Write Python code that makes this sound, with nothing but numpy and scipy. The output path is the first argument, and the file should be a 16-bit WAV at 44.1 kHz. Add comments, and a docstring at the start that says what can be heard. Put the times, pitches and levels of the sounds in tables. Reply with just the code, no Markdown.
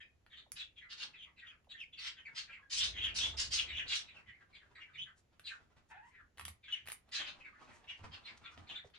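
"""A small room, with the microphone close to two young cockatiels in a sand tray.
They beg with harsh hisses, air chopped by the syrinx and coloured by the throat, and with its voiced
sounds: short peeps, hoarse sliding whines and one soft low mew. Beaks and claws click on shells, feet
shuffle in the sand and bump the tray, and feathers brush. Tray and walls give a short answer;
behind it all lie a low rumble and faint room air."""
import sys
import numpy as np
from scipy import signal
from scipy.fft import rfft, irfft, next_fast_len
from scipy.io import wavfile
from scipy.ndimage import uniform_filter1d, map_coordinates

SR = 44100
rng = np.random.default_rng(int(sys.argv[2]) if len(sys.argv) > 2 else 0)


def wrap_up_sound(samples):
    """Save the sound to the file named by the first command line argument, as 16-bit audio."""
    columns = np.atleast_2d(samples).T
    # keep every value between -1 and 1, then stretch to whole-number steps
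    tamed = np.clip(columns, -1, 1)
    steps = np.round(tamed * 32767).astype(np.int16)
    wavfile.write(sys.argv[1], SR, steps)


N = 396018

# Room air, and a low background rumble: (frequency [Hz], spectral level [dB])
AIR_SPECTRUM = [(12, -25.5), (20, -3), (86, -1), (143, -5.5), (480, -15), (1300, -26), (2000, -24.5),
                (3160, -28.5), (5000, -32.5), (7290, -32), (8340, -45), (10100, -37), (12500, -45),
                (16200, -78), (22000, -120)]
RUMBLE_SPECTRUM = [(12, -60.5), (20, -16), (71, 5.5), (134, -11), (198, -13.5), (323, -18.5), (386, -17.5),
                   (560, -26), (612, -21), (700, -20), (910, -53.5), (1540, -120)]
# The background rumble swells, then fades: (time [s], relative level [dB])
RUMBLE_LEVELS = [(2.65, -83), (2.832, -57), (3.234, -54.5), (3.552, -59.5), (3.814, -58), (4.15, -81)]
# Decay of the room's answer: (frequency [Hz], time to fall 60 dB [s])
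ROOM_DECAY = [(200, .28), (1500, .23), (3500, .185), (7000, .17), (13000, .14)]
# Colour of that answer: (frequency [Hz], gain [dB])
ROOM_COLOUR = [(200, 3), (600, -2), (1300, 2), (3000, 3), (8000, 2), (14000, -2)]
# Lean of the close sounds across the microphone: (frequency [Hz], left boost and right cut [dB])
LEFT_LEAN = [(200, 0.5), (600, -1), (1200, -1), (2300, 0), (5000, 0), (10000, -1)]

# Soft bumps of the tray: (peak time [s], pitch [Hz], level [dB], half-width [s])
TRAY_BUMPS = [ (0.55, 48, -68, .02), (3.5, 75, -59, 0.014), (4.291, 62.6, -64.5, 0.017),
              (5.01, 140.7, -67.5, 0.048), (6.245, 56.3, -68.5, 0.016), (6.47, 80, -60.5, 0.045),
              (6.871, 135.3, -69, 0.029), (8.024, 93.5, -56.5, 0.017), (8.108, 93, -60, 0.038),
              (8.608, 83.4, -60.5, 0.029), (8.854, 144, -61.5, 0.007)]
# Feet scuffing the sand: (peak time [s], level [dB], time to fall 12 dB [s])
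SCUFFS = [ (1.02, -61, 0.11), (2.3, -69.5, 0.23), (3.1, -60, 0.9), (3.65, -69.5, 0.14), (4.7, -76.5, 0.94),
          (5.6, -70, 0.17), (5.77, -68, 0.039), (5.9, -72.5, 0.071), (7.202, -60, 0.29), (7.655, -61, 0.26),
          (7.754, -66, 0.28), (8.07, -62.5, 0.59), (8.3, -67, 0.045), (8.47, -63, 0.21),
          (8.669, -60.5, 0.07)]
# Claws dragged through sand, and feathers brushing: (peak time [s], level [dB], half-width [s])
CLAW_SCRATCHES = [ (5.773, -84, 0.0052), (7.645, -71, 0.017), (7.757, -71, 0.0095), (7.985, -72.5, .015),
                  (8.05, -70, 0.0057), (8.1, -81, 0.0088), (8.378, -62.5, 0.0056), (8.531, -71.5, 0.022),
                  (8.866, -69, 0.012)]
FEATHER_SWISHES = [(5.186, -73.5, 0.013), (5.905, -74, .013), (6.085, -78.5, 0.02), (7.758, -73, 0.028)]
# Beaks and claws on shells: (time [s], relative knock level [dB], relative snap level [dB])
SHELL_CLICKS = [ (.264, -59, -71), (.519, -54, -38.5), (0.528, -77, -69), (1.645, -69, -77),
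                (5.199, -79, -79), (5.396, -54.5, -55), (6.374, -56, -63), (6.3824, -51, -53),
                (6.396, -43.5, -46), (6.411, -46.5, -51), (6.4521, -42, -37), (6.4815, -47.5, -41),
                (6.488, -58, -47.5), (6.858, -56, -61), (6.866, -56, -54), (6.874, -49.5, -48),
                (6.8856, -44, -42.5), (6.9003, -45.5, -45.5), (6.9195, -45.5, -38.5), (6.927, -56.5, -44),
                (7.091, -62.5, -65.5), (7.843, -61, -82), (8.375, -77, -77), (8.577, -55.5, -73),
                (8.901, -66, -76)]
# Small hollow taps: (time [s], nominal pitch [Hz], relative level [dB])
HOLLOW_TAPS = [(.462, 805, -60.5), (1.67, 724, -60), (8.063, 960, -55), (8.844, 580, -49)]
# Colours of these movements, close up: (frequency [Hz], spectral level [dB])
THUD_SPECTRUM = [(30, -20), (80, 17), (180, 2), (400, -16), (900, -50), (2000, -98)]
SAND_SPECTRUM = [(100, 2), (400, 0.5), (1000, 4), (2000, -4), (3200, -8), (5000, -13.5), (8300, -21.5),
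                 (10500, -29.5), (13000, -47.5)]
GRIT_SPECTRUM = [(300, -4), (1200, -1), (6000, 0), (11500, -19), (13000, -37)]
FEATHER_SPECTRUM = [(1500, -12), (4000, -2), (7000, 4), (10500, -4.5), (12500, -15), (14000, -35)]
KNOCK_SPECTRUM = [(100, -32), (350, -24), (700, -2.5), (1800, 3.5), (3000, -0.5), (4500, -7.5),
                  (7000, -31.5), (12000, -45), (14000, -72)]
SNAP_SPECTRUM = [(2000, -42.5), (5000, -7), (8000, -5), (9700, 5), (11400, 7), (12300, -2), (13100, -34),
                 (16000, -38)]

# Course of the mew: (time [s], pitch [Hz], level [dB], roughness [0-1])
MEW_CONTOUR = [(5.889, 903, -82, 1), (5.916, 859, -51, 0.73), (5.935, 859, -60.5, 0.84),
               (5.956, 706, -59.5, .8), (5.982, 851, -53.5, 0.23), (6.004, 812, -66, .1),
               (6.035, 927, -60.5, 0.07), (6.075, 1022, -67, 0.5), (6.11, 1085, -82, 0.7)]
# Its harmonics, from the fundamental up: (level [dB])
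MEW_HARMONIC_DB = [7.5, 4, -8, -28]
# Short peeps: (start [s], length [s], pitch [Hz], slide [octaves/s], level [dB], roughness [0-1])
PEEP_CALLS = [ (0.81, 0.022, 2080, -8, -59.5, 0.44), (1.222, .03, 3300, -2.5, -54, 0.69),
              (1.468, 0.044, 3300, -1.5, -57.5, 0.53), (1.799, 0.044, 3110, -10, -51, 0.6),
              (2.253, 0.021, 2450, -8.5, -51, 0.53), (3.039, 0.033, 3248, -3, -36.5, 0.87),
              (3.772, 0.038, 3194, -5.5, -45, 0.96), (5.015, 0.027, 3280, 1.5, -46, 0.47),
              (6.724, 0.024, 2927, 0, -35.5, 0.13)]
# Harsh hisses: (start [s], rise [s], fall [s], level [dB], relative sharpness [dB])
HISS_CALLS = [ (0.551, 0.013, 0.044, -48, -5.5), (.889, 0.039, 0.0073, -44.5, -5.5),
              (.966, 0.066, 0.01, -42.5, -2), (1.985, 0.087, 0.02, -42, -5),
              (2.345, 0.035, 0.03, -40.5, -1.5), (2.695, 0.035, 0.043, -37, 6),
              (2.752, 0.033, 0.016, -33, 9), (2.815, 0.023, 0.037, -36, 1.5),
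              (3.139, 0.022, 0.1, -37.5, 5.5), (3.365, 0.033, 0.04, -33, 3.5),
              (3.503, 0.033, 0.054, -32, 4.5), (3.874, 0.081, 0.031, -37.5, 3.5),
              (5.454, 0.026, 0.06, -64.5, 18), (7.112, 0.037, 0.036, -37.5, -1),
              (7.251, 0.023, 0.031, -45, -10.5), (8.108, 0.036, 0.012, -48.5, -12),
              (8.242, 0.025, 0.037, -53, -13), (8.929, 0.019, 0.022, -55.5, -15.5)]
# Resonances of the throat: (centre [Hz], width [Hz], lift [dB])
THROAT_RESONANCES = [(1530, 490, 6), (2670, 200, 7), (3340, 500, 1), (4090, 810, 8.5), (6370, 905, 7.5),
                     (9800, 3200, 4.5)]
# Hoarse whines, each a croak, a whistle and a tail:
# (start [s], croak rise [s], upper voice [Hz], its level [dB], lower voice [Hz], its level [dB],
# time to whistle peak [s], length [s], pitch [Hz], slide [octaves/s], level [dB], roughness [0-1],
# tail peak after whistle peak [s], tail pitch [Hz], tail level [dB])
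WHINE_CALLS = [(-0.0, 0.0048, 3300, -50, 1870, -49, 0.01, 0.059, 2584, -3.5, -56.5, 0, 0.026, 1950, -81),
               (0.293, 0.045, 3335, -56, 1860, -59.5, 0.086, 0.074, 3706, 2, -54.5, 0.88, 0.016, 2050, -75),
               (0.57, 0.042, 3587, -47, 1860, -67, 0.037, 0.05, 2630, -1, -46.5, 0.1, 0.1, 2780, -75),
               (0.753, 0.033, 3140, -56.5, 2370, -61, 0.076, 0.059, 1997, 1.5, -55, 0.23, 0.025, 1410, -63),
               (1.13, 0.0074, 2613, -54.5, 1720, -62, 0.071, 0.14, 3170, -4.5, -54, 0.45, 0.082, 1110, -69),
               (1.358, 0.04, 3570, -60, 2530, -56.5, 0.074, 0.073, 1930, 0, -56, 0.4, 0.018, 1367, -67),
               (1.441, 0.037, 3007, -57, 2410, -61, 0.068, 0.063, 2520, -10, -58.5, 0.4, 0.014, 1370, -66.5),
               (1.686, 0.036, 3535, -49.5, 2830, -59.5, 0.066, 0.049, 1834, 0.5, -52, 0.11, 0.028, 2080, -68),
               (1.761, 0.048, 2980, -53.5, 2940, -66, 0.05, 0.028, 2500, -9.5, -45.5, 0, 0.042, 2630, -77),
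               (1.918, 0.021, 2770, -75, 2820, -54, 0.018, 0.033, 3420, -2, -50, 0.27, 0.051, 2630, -51.5),
               (1.967, 0.026, 4520, -50, 2110, -73, 0.078, 0.15, 2430, 2, -66, 0.8, 0.017, 1620, -69),
               (2.151, 0.037, 3300, -56, 1930, -58.5, 0.115, 0.034, 2218, -2.5, -45, 0.36, 0.018, 1760, -55.5),
               (2.468, 0.036, 2380, -56.5, 1660, -52, 0.067, 0.095, 2663, -9.5, -51.5, 0.74, 0.052, 1640, -87),
               (2.585, 0.0063, 2630, -76, 1120, -63, 0.049, 0.043, 1663, 1, -56, 0.04, 0.086, 1566, -62),
               (2.766, 0.065, 2860, -41.5, 2440, -62, 0.04, 0.14, 3580, 3, -33, 0.5, 0.027, 1540, -61),
               (2.924, 0.066, 3040, -42.5, 2000, -48.5, 0.12, 0.11, 3136, -2, -35, 0.58, 0.026, 1915, -46.5),
               (3.177, 0.0091, 3590, -45, 3840, -34, 0.06, 0.14, 3252, 3.5, -34, 0.5, 0.023, 2340, -53),
               (3.567, 0.029, 3274, -30, 2740, -37, 0.012, 0.17, 3140, 2, -47, 0.8, 0.023, 2270, -65),
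               (3.661, 0.046, 3660, -47, 2240, -45, 0.11, 0.17, 3082, 1.9, -39.5, 0.54, 0.03, 1990, -45.5),
               (3.884, 0.044, 3175, -38.5, 2750, -38.5, 0.04, 0.14, 3925, -0.0, -39.5, 0.77, 0.021, 1740, -54),
               (4.057, 0.031, 3680, -59, 2570, -56.5, 0.11, 0.079, 2650, -7, -57.5, 0.2, 0.015, 1600, -64),
               (4.253, 0.043, 2910, -62, 1960, -53.5, 0.091, 0.11, 2140, -0.5, -62, 0.25, 0.069, 1598, -65.5),
               (4.52, 0.034, 4000, -59.5, 2190, -54.5, 0.043, 0.047, 3316, -2, -57, 0.57, 0.061, 1776, -65),
               (4.747, 0.0096, 3840, -59, 2040, -51, 0.036, 0.082, 2002, -4, -58.5, 0.75, 0.0089, 1295, -67),
               (4.791, 0.034, 2734, -54, 2000, -61, 0.056, 0.077, 2210, -6.5, -59, 0.24, 0.051, 1482, -63),
               (4.928, 0.03, 3560, -55.5, 2280, -54, 0.066, 0.06, 3095, 2, -41.5, 0.31, 0.084, 1513, -57),
               (5.435, 0.0387, 3876, -44, 2480, -88, 0.048, 0.061, 2540, -7, -46.5, 0.5, 0.038, 1595, -47.5),
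               (6.101, 0.054, 2560, -69, 1970, -61.5, 0.082, 0.083, 1854, -1.5, -60.5, 0.22, 0.022, 1390, -62),
               (6.625, 0.018, 3680, -55.5, 2370, -55.5, 0.093, 0.044, 2990, -1.5, -50, 0.3, 0.038, 2110, -51.5),
               (6.676, 0.0061, 3224, -47, 1620, -53, 0.054, 0.16, 3366, 1, -49.5, 0.7, 0.019, 2480, -60),
               (7.158, 0.011, 3970, -39, 1650, -46, 0.043, 0.15, 3190, 1.5, -42, 1.01, 0.063, 1750, -72),
               (7.392, 0.022, 2640, -58, 2640, -66, 0.062, 0.053, 2242, -2, -50, 0.5, 0.016, 1594, -60),
               (7.519, 0.015, 2260, -78, 1280, -63, 0.038, 0.13, 1680, 1, -64, 0.75, 0.066, 1107, -61),
               (7.681, 0.033, 3270, -78, 1800, -70, 0.039, 0.15, 2060, -0.5, -65.5, 0.9, 0.022, 1047, -70),
               (7.868, 0.028, 3180, -49.5, 2760, -48.5, 0.039, 0.09, 2903, 2.5, -46, 0.51, 0.028, 2174, -60),
               (8.225, 0.039, 3730, -59, 3480, -61, 0.033, 0.03, 4180, -3, -49, 0, 0.028, 2230, -52),
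               (8.429, 0.033, 3455, -53.5, 1350, -55.5, 0.034, 0.077, 2367, 2, -53.5, 0.63, 0.064, 1247, -61),
               (8.662, 0.013, 4010, -64, 2410, -60.5, 0.04, 0.061, 3534, -1, -45, 0.72, 0.058, 1727, -54.5),
               (8.737, 0.0047, 3060, -58, 2500, -48, 0.023, 0.091, 3650, 2, -47.5, 0.36, 0.032, 2034, -57)]
# Lines around a rough whistle: (ratio to its pitch [1], relative level [dB])
ROUGH_PARTIALS = [(2 / 3, -21.5), (5 / 6, -3), (7 / 6, -2.5), (5 / 3, -14.5), (7 / 3, -27.5), (2, -16)]
# The mew's rasp, the hissing throat and husky breath: (frequency [Hz], spectral level [dB])
RASP_SPECTRUM = [(500, -19), (1100, -7.5), (1500, 4), (2300, 1.5), (3500, -10.5), (5000, -30), (9000, -46)]
THROAT_SPECTRUM = [(300, -56), (650, -35.5), (1050, -15.5), (1600, -11.5), (2700, -1.5), (3900, 0),
                   (5200, 1), (6800, -6.5), (9200, -13.5), (10500, -21), (12000, -37), (13000, -60)]
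HUSK_SPECTRUM = [(500, -28), (1000, -11.5), (1600, 0), (2400, 0.5), (3600, -12), (4600, -10), (5600, -32),
                 (7200, -14), (9000, -31), (12000, -48.5)]


def amp(db):
    """Decibels to gain."""
    return 10 ** (np.asarray(db) / 20)


def unit(x):
    """Scaled to rms 1."""
    return x / np.sqrt(np.mean(np.abs(x) ** 2) + 1e-20)


def along(points, hz):
    """(frequency [Hz], value) points read on a log axis."""
    knots_hz, values = np.transpose(points)
    return np.interp(np.log(hz + 1), np.log(knots_hz + 1), values)


def wobble(n, rate):
    """A smooth random curve, rate knots a second."""
    return map_coordinates(rng.standard_normal(int(n * rate / SR) + 4), [np.arange(n) * rate / SR])


def filtered(x, response):
    """x times a response of frequency."""
    n = x.shape[-1]
    padded = next_fast_len(n + 4096)
    return irfft(rfft(x, padded) * response(np.fft.rfftfreq(padded, 1 / SR)), padded)[..., :n]


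def coloured(x, spectrum):
    """x shaped by the given spectrum, at rms 1."""
    return unit(filtered(x, lambda hz: amp(along(spectrum, hz))))


def add(track, start, sound):
    """Mix a sound into the track at start seconds."""
    i = max(round(start * SR), 0)
    track[i:i + len(sound)] += sound[:max(N - i, 0)]


def grains(per_s):
    """Tiny impacts at random times and strengths."""
    return (rng.random(N) < per_s / SR) * rng.standard_normal(N)


def strokes(rows):
    """Gain with one bell-shaped swell for each row."""
    t = np.arange(N) / SR
    return sum(amp(db) * np.exp(-((t - peak) / width) ** 2 / 2) for peak, db, width in rows)


def background(spectrum, bass_side_db):
    """Stereo noise of rms 1, narrow in the bass and wide in the treble."""
    mid, side = coloured(rng.standard_normal((2, N)), spectrum)
    side = filtered(side, lambda hz: amp(along([(120, bass_side_db), (700, -1.1)], hz)))
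    return unit(np.array([mid + side, mid - side]))


def rumble(steady_db=-79):
    """A low background rumble that swells from about 2.7 to 4 s, then fades."""
    times, levels = np.transpose(RUMBLE_LEVELS)
    swell_db = np.interp(np.arange(N) / SR, times, levels, left=-120, right=-120) + 0.5
    return np.hypot(amp(steady_db), amp(swell_db)) * background(RUMBLE_SPECTRUM, bass_side_db=-10.5)


def room(x, wet_db, lead, move_s=0.3):
    """Direct sound, lead samples earlier on the left, plus a short answer from tray and walls."""
    wet, hop = np.zeros((2, N + SR)), round(move_s * SR)
    starts = np.arange(0, N, hop)
    # The birds move, so each answer crossfades into a new one.
    for i, noise in zip(starts, rng.standard_normal((len(starts), 2, SR // 5))):
        span = np.arange(max(i - hop, 0), min(i + hop, N))
        if np.any(x[span]):
            offset = span - i if i < starts[-1] else np.minimum(span - i, 0)
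            piece = x[span] * np.cos(np.pi / 2 * offset / hop)
            hz, t, bands = signal.stft(noise, SR, nperseg=256)
            decay = amp(-60 * t / along(ROOM_DECAY, hz)[:, None])
            tail = signal.istft(bands * decay, SR, nperseg=256)[1]
            answer = signal.fftconvolve(piece[None], tail / np.linalg.norm(tail[0]), axes=1)
            arrival = span[0] + SR // 700
            wet[:, arrival:arrival + answer.shape[1]] += answer
    wet = filtered(wet[:, :N], lambda hz: amp(along(ROOM_COLOUR, hz)))
    direct = filtered(x, lambda hz: np.exp(1j * np.pi * hz * lead / SR * np.array([[1], [-1]])))
    return (direct + amp(wet_db) * wet) / np.hypot(1, amp(wet_db))


def tray_bumps():
    """Shifting weight sets the tray booming softly, with a dull thud."""
    t, out = np.arange(N) / SR, np.zeros(N)
    thud = 1.03 * coloured(rng.standard_normal(N), THUD_SPECTRUM)
    for peak, hz, db, width in TRAY_BUMPS:
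        boom = np.sin(2 * np.pi * hz * (t - peak))
        out += strokes([(peak, db, width)]) * (boom + thud)
    return out


def feathers():
    """Wing and tail feathers brush past each other in soft, bright swishes."""
    return strokes(FEATHER_SWISHES) * coloured(grains(per_s=5000), FEATHER_SPECTRUM)


def scratches():
    """A claw flicks a short spray of dry grains."""
    return strokes(CLAW_SCRATCHES) * coloured(grains(per_s=2600), GRIT_SPECTRUM)


def shuffle(fidget_db=-94, rise_share=0.32):
    """Sand slips in clumps under the feet; each scuff swells out of a faint stirring and fades."""
    t, power = np.arange(N) / SR, amp(fidget_db) ** 2
    for peak, db, fall in SCUFFS:
        from_peak = np.maximum((peak - t) / rise_share, t - peak) / fall
        power = power + amp(db - 12 * from_peak) ** 2
    clumps = amp(6 * wobble(N, 45))
    return np.sqrt(power) * coloured(grains(per_s=3200) * clumps, SAND_SPECTRUM)


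def hollow_taps(t60_s=0.043):
    """Small taps ring briefly, their pitch dropping at once."""
    out, t = np.zeros(N), np.arange(SR // 20) / SR
    envelope = amp(-60 * t / t60_s) * (1 - np.exp(-t / 0.0054))
    for start, hz, db in HOLLOW_TAPS:
        pitch = hz * (0.643 + 0.94 * np.exp(-t / 0.00475))
        add(out, start, amp(db + 7.5) * envelope * np.sin(2 * np.pi * np.cumsum(pitch) / SR))
    return out


def shell_clicks(knock_t60_s=0.0097, snap_t60_s=0.0067, scrape_t60_s=0.035):
    """Beak or claw meets shell: a dull knock and a bright snap, with a little scraping after."""
    out, t = np.zeros(N), np.arange(SR // 20) / SR
    for start, knock_db, snap_db in SHELL_CLICKS:
        scrape = amp(-24 - 60 * t / scrape_t60_s + 1.4 * wobble(len(t), 470))
        knock = amp(knock_db) * coloured(rng.standard_normal(len(t)), KNOCK_SPECTRUM)
        knock *= amp(-60 * t / knock_t60_s) + scrape
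        snap = amp(snap_db) * coloured(rng.standard_normal(len(t)), SNAP_SPECTRUM)
        snap *= amp(-60 * t / snap_t60_s) + scrape
        add(out, start, amp(5) * (knock + snap))
    return out


def breath(start, peak, end, edge_db, shape, attack_s):
    """Times and gain of one call: pressure builds to the peak, then gives out."""
    t = start + np.arange(int((max(end - start, 0) + 0.046) * SR)) / SR
    from_peak = np.maximum((peak - t) / max(peak - start, .004), (t - peak) / max(end - peak, .004))
    fades = np.clip((t - start) / attack_s, 0, 1) * np.clip((t[-1] - t) / 0.016, 0, 1)
    return t, amp(-edge_db * np.abs(from_peak) ** shape) * fades


def flutter(n, hz, scatter, depth):
    """The syrinx opens and shuts at an uneven rate; rms 1."""
    turns = np.cumsum(hz * np.exp(scatter * wobble(n, hz))) / SR
    return unit(np.exp(depth * np.cos(2 * np.pi * turns)))


def voiced(pitch, harmonic_db):
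    """The harmonic tone of the syrinx, following a pitch curve in Hz; rms 1."""
    phase = 2 * np.pi * np.cumsum(pitch) / SR
    return unit(sum(amp(db) * np.sin(k * phase) for k, db in enumerate(harmonic_db, 1)))


def mew():
    """A quiet voiced note that starts with a rasp, dips, then clears as it rises."""
    times, *columns = np.transpose(MEW_CONTOUR)
    t, out = np.arange(times[0], times[-1], 1 / SR), np.zeros(N)
    pitch, db, rough = (np.interp(t, times, column) for column in columns)
    shake = (.012 + .05 * rough) * wobble(len(t), 500)
    voice = voiced(pitch * (1 + shake), MEW_HARMONIC_DB)
    rasp = coloured(rng.standard_normal(len(t)), RASP_SPECTRUM)
    rasp *= flutter(len(t), hz=170, scatter=.48, depth=.8)
    add(out, times[0], amp(db) * (voice + amp(-1) * rough * rasp) / np.hypot(1, rough))
    return out


def peeps(edge_s=0.0013):
    """For a moment the syrinx locks into a rasping tone with two overtones, then stops short."""
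    out = np.zeros(N)
    for start, length, hz, slide, db, rough in PEEP_CALLS:
        t = np.arange(int(length * SR)) / SR
        shake = (.01 + .06 * rough) * wobble(len(t), 550)
        tone = voiced(hz * 2 ** (slide * t) * (1 + shake), harmonic_db=(0, -23.5, -28))
        gate = np.clip(np.minimum(t, length - t) / edge_s, 0, 1)
        chop = flutter(len(t), hz=210, scatter=.25, depth=.2 + .6 * rough)
        add(out, start, amp(db) * gate * tone * chop)
    return out


def throat(air, sharp_db, tuning):
    """The throat colours the air; tuning scales its resonances, and the gape trades lows for treble."""
    gape = [(1000, -.6 * sharp_db), (2800, .01), (3600, .0041),
            (5500, sharp_db), (10000, 1.3 * sharp_db)]

    def response(hz):
        lift = sum(db / (1 + (2 * (hz - centre * tuning) / width) ** 2)
                   for centre, width, db in THROAT_RESONANCES)
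        return amp(along(THROAT_SPECTRUM, hz) + along(gape, hz) + lift)
    return unit(filtered(air, response))


def hisses():
    """Air chopped by the fluttering syrinx rushes through a throat whose resonances sink in each call."""
    out = np.zeros(N)
    for start, rise, fall, db, sharp_db in HISS_CALLS:
        peak = start + rise
        t, gain = breath(start, peak, peak + fall, edge_db=13, shape=.87, attack_s=.0085)
        air = rng.standard_normal(len(t)) * flutter(len(t), hz=230, scatter=.35, depth=.75)
        tuning = np.exp(0.085 * rng.standard_normal())
        early = throat(air, sharp_db - 5.5, tuning * 1.171)
        late = throat(air, sharp_db - 2.5, tuning)
        closing = np.clip(.5 + (t - peak) / 0.0064, 0, 1)  # the beak starts to close around the peak
        add(out, start, amp(db) * gain * unit((1 - closing) * early + closing * late))
    return out


def whistle(rise, fall, hz, slide, db, rough):
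    """A sliding note that stumbles in syllables; roughness shakes it, splits it and adds husk."""
    syllable_s, accent_db, jump_share = .02, 1.8, .02
    sag_s, sag_share = .04, .06
    t, gain = breath(0, rise, rise + fall, edge_db=18, shape=1.054, attack_s=.013)
    n, rough = len(t), np.clip(rough, 0, 1)
    shake = (.018 + .04 * rough) * wobble(n, 500) + .018 * wobble(n, 70)
    sag = sag_share * np.clip((t - rise) / sag_s, 0, 1.5) ** 2  # pitch sags as pressure gives out
    glide_hz = hz * 2 ** (slide * (t - rise)) * (1 - sag)
    syllable = np.cumsum(rng.random(n) < 1 / (syllable_s * SR))
    jump, accent = uniform_filter1d(rng.standard_normal((2, n))[:, syllable], size=90)
    phase = 2 * np.pi * np.cumsum(glide_hz * (1 + shake + jump_share * jump)) / SR
    lines = np.zeros(n)
    for ratio, level in ROUGH_PARTIALS:
        line_db = level + along(HUSK_SPECTRUM, ratio * glide_hz) / 2 + 3.7 * wobble(n, 46)
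        lines += amp(line_db) * np.sin(ratio * phase + rng.uniform(0, 2 * np.pi))
    clear = np.sin(phase) + amp(-24.5) * np.sin(2 * phase) + amp(-42) * np.sin(3 * phase)
    tone = unit(clear + (0.02 + 0.87 * rough) * lines)
    husk, husk_share = coloured(rng.standard_normal(n), HUSK_SPECTRUM), .25 * rough ** 4
    voice = np.sqrt(1 - husk_share) * tone + np.sqrt(husk_share) * husk
    chop = flutter(n, hz=180, scatter=.3, depth=.25 + .5 * rough)
    return amp(db + accent_db * accent) * gain * voice * chop


def whines(croak_end_share=0.67, rise_share=0.45, tail_rise_s=0.03, tail_fall_s=0.034):
    """Each whine starts as a two-voiced croak, clears into a whistle and breaks into a low tail."""
    out = np.zeros(N)
    for (start, croak_rise, upper_hz, upper_db, lower_hz, lower_db,
         to_peak, length, hz, slide, db, rough, tail_delay, tail_hz, tail_db) in WHINE_CALLS:
        croak_fall = max(croak_end_share * to_peak - croak_rise, .02)
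        for voice_hz, voice_db in (upper_hz, upper_db), (lower_hz, lower_db):
            add(out, start, whistle(croak_rise, croak_fall, voice_hz, slide=-3, db=voice_db, rough=.55))
        peak, rise = start + to_peak, rise_share * length
        add(out, peak - rise, whistle(rise, length - rise, hz, slide, db, rough))
        tail = whistle(tail_rise_s, tail_fall_s, tail_hz, slide=-5.5, db=tail_db, rough=.63)
        add(out, peak + tail_delay - tail_rise_s, tail)
    return out


def scene():
    """Birds and tray close to the microphone, the calls a little left, rumble and room air behind."""
    calls = room(hisses(), wet_db=7, lead=1.6)
    calls += room(whines(), wet_db=0.5, lead=1.95)
    calls += room(mew(), wet_db=-0.5, lead=-3.5)
    calls += room(peeps(), wet_db=-9.5, lead=2.5)
    movement = room(shell_clicks() + hollow_taps(), wet_db=-3.5, lead=2.2)
    movement += room(shuffle(), wet_db=1, lead=2)
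    movement += room(scratches() + feathers(), wet_db=-7.5, lead=1.5)
    leftward = np.array([[1], [-1]])
    close = calls * amp(.5 * leftward) + movement
    close = filtered(close, lambda hz: amp(along(LEFT_LEAN, hz) * leftward))
    low = (rumble() + tray_bumps()) * amp(-.8 * leftward)
    air = amp(-76) * background(AIR_SPECTRUM, bass_side_db=-13.5)
    return close + low + air


def record(dry):
    """The recorder keeps nothing above its band limit."""
    top_hz = 15900
    return filtered(dry, lambda hz: hz < top_hz)


dry = scene()
out = record(dry)
wrap_up_sound(out)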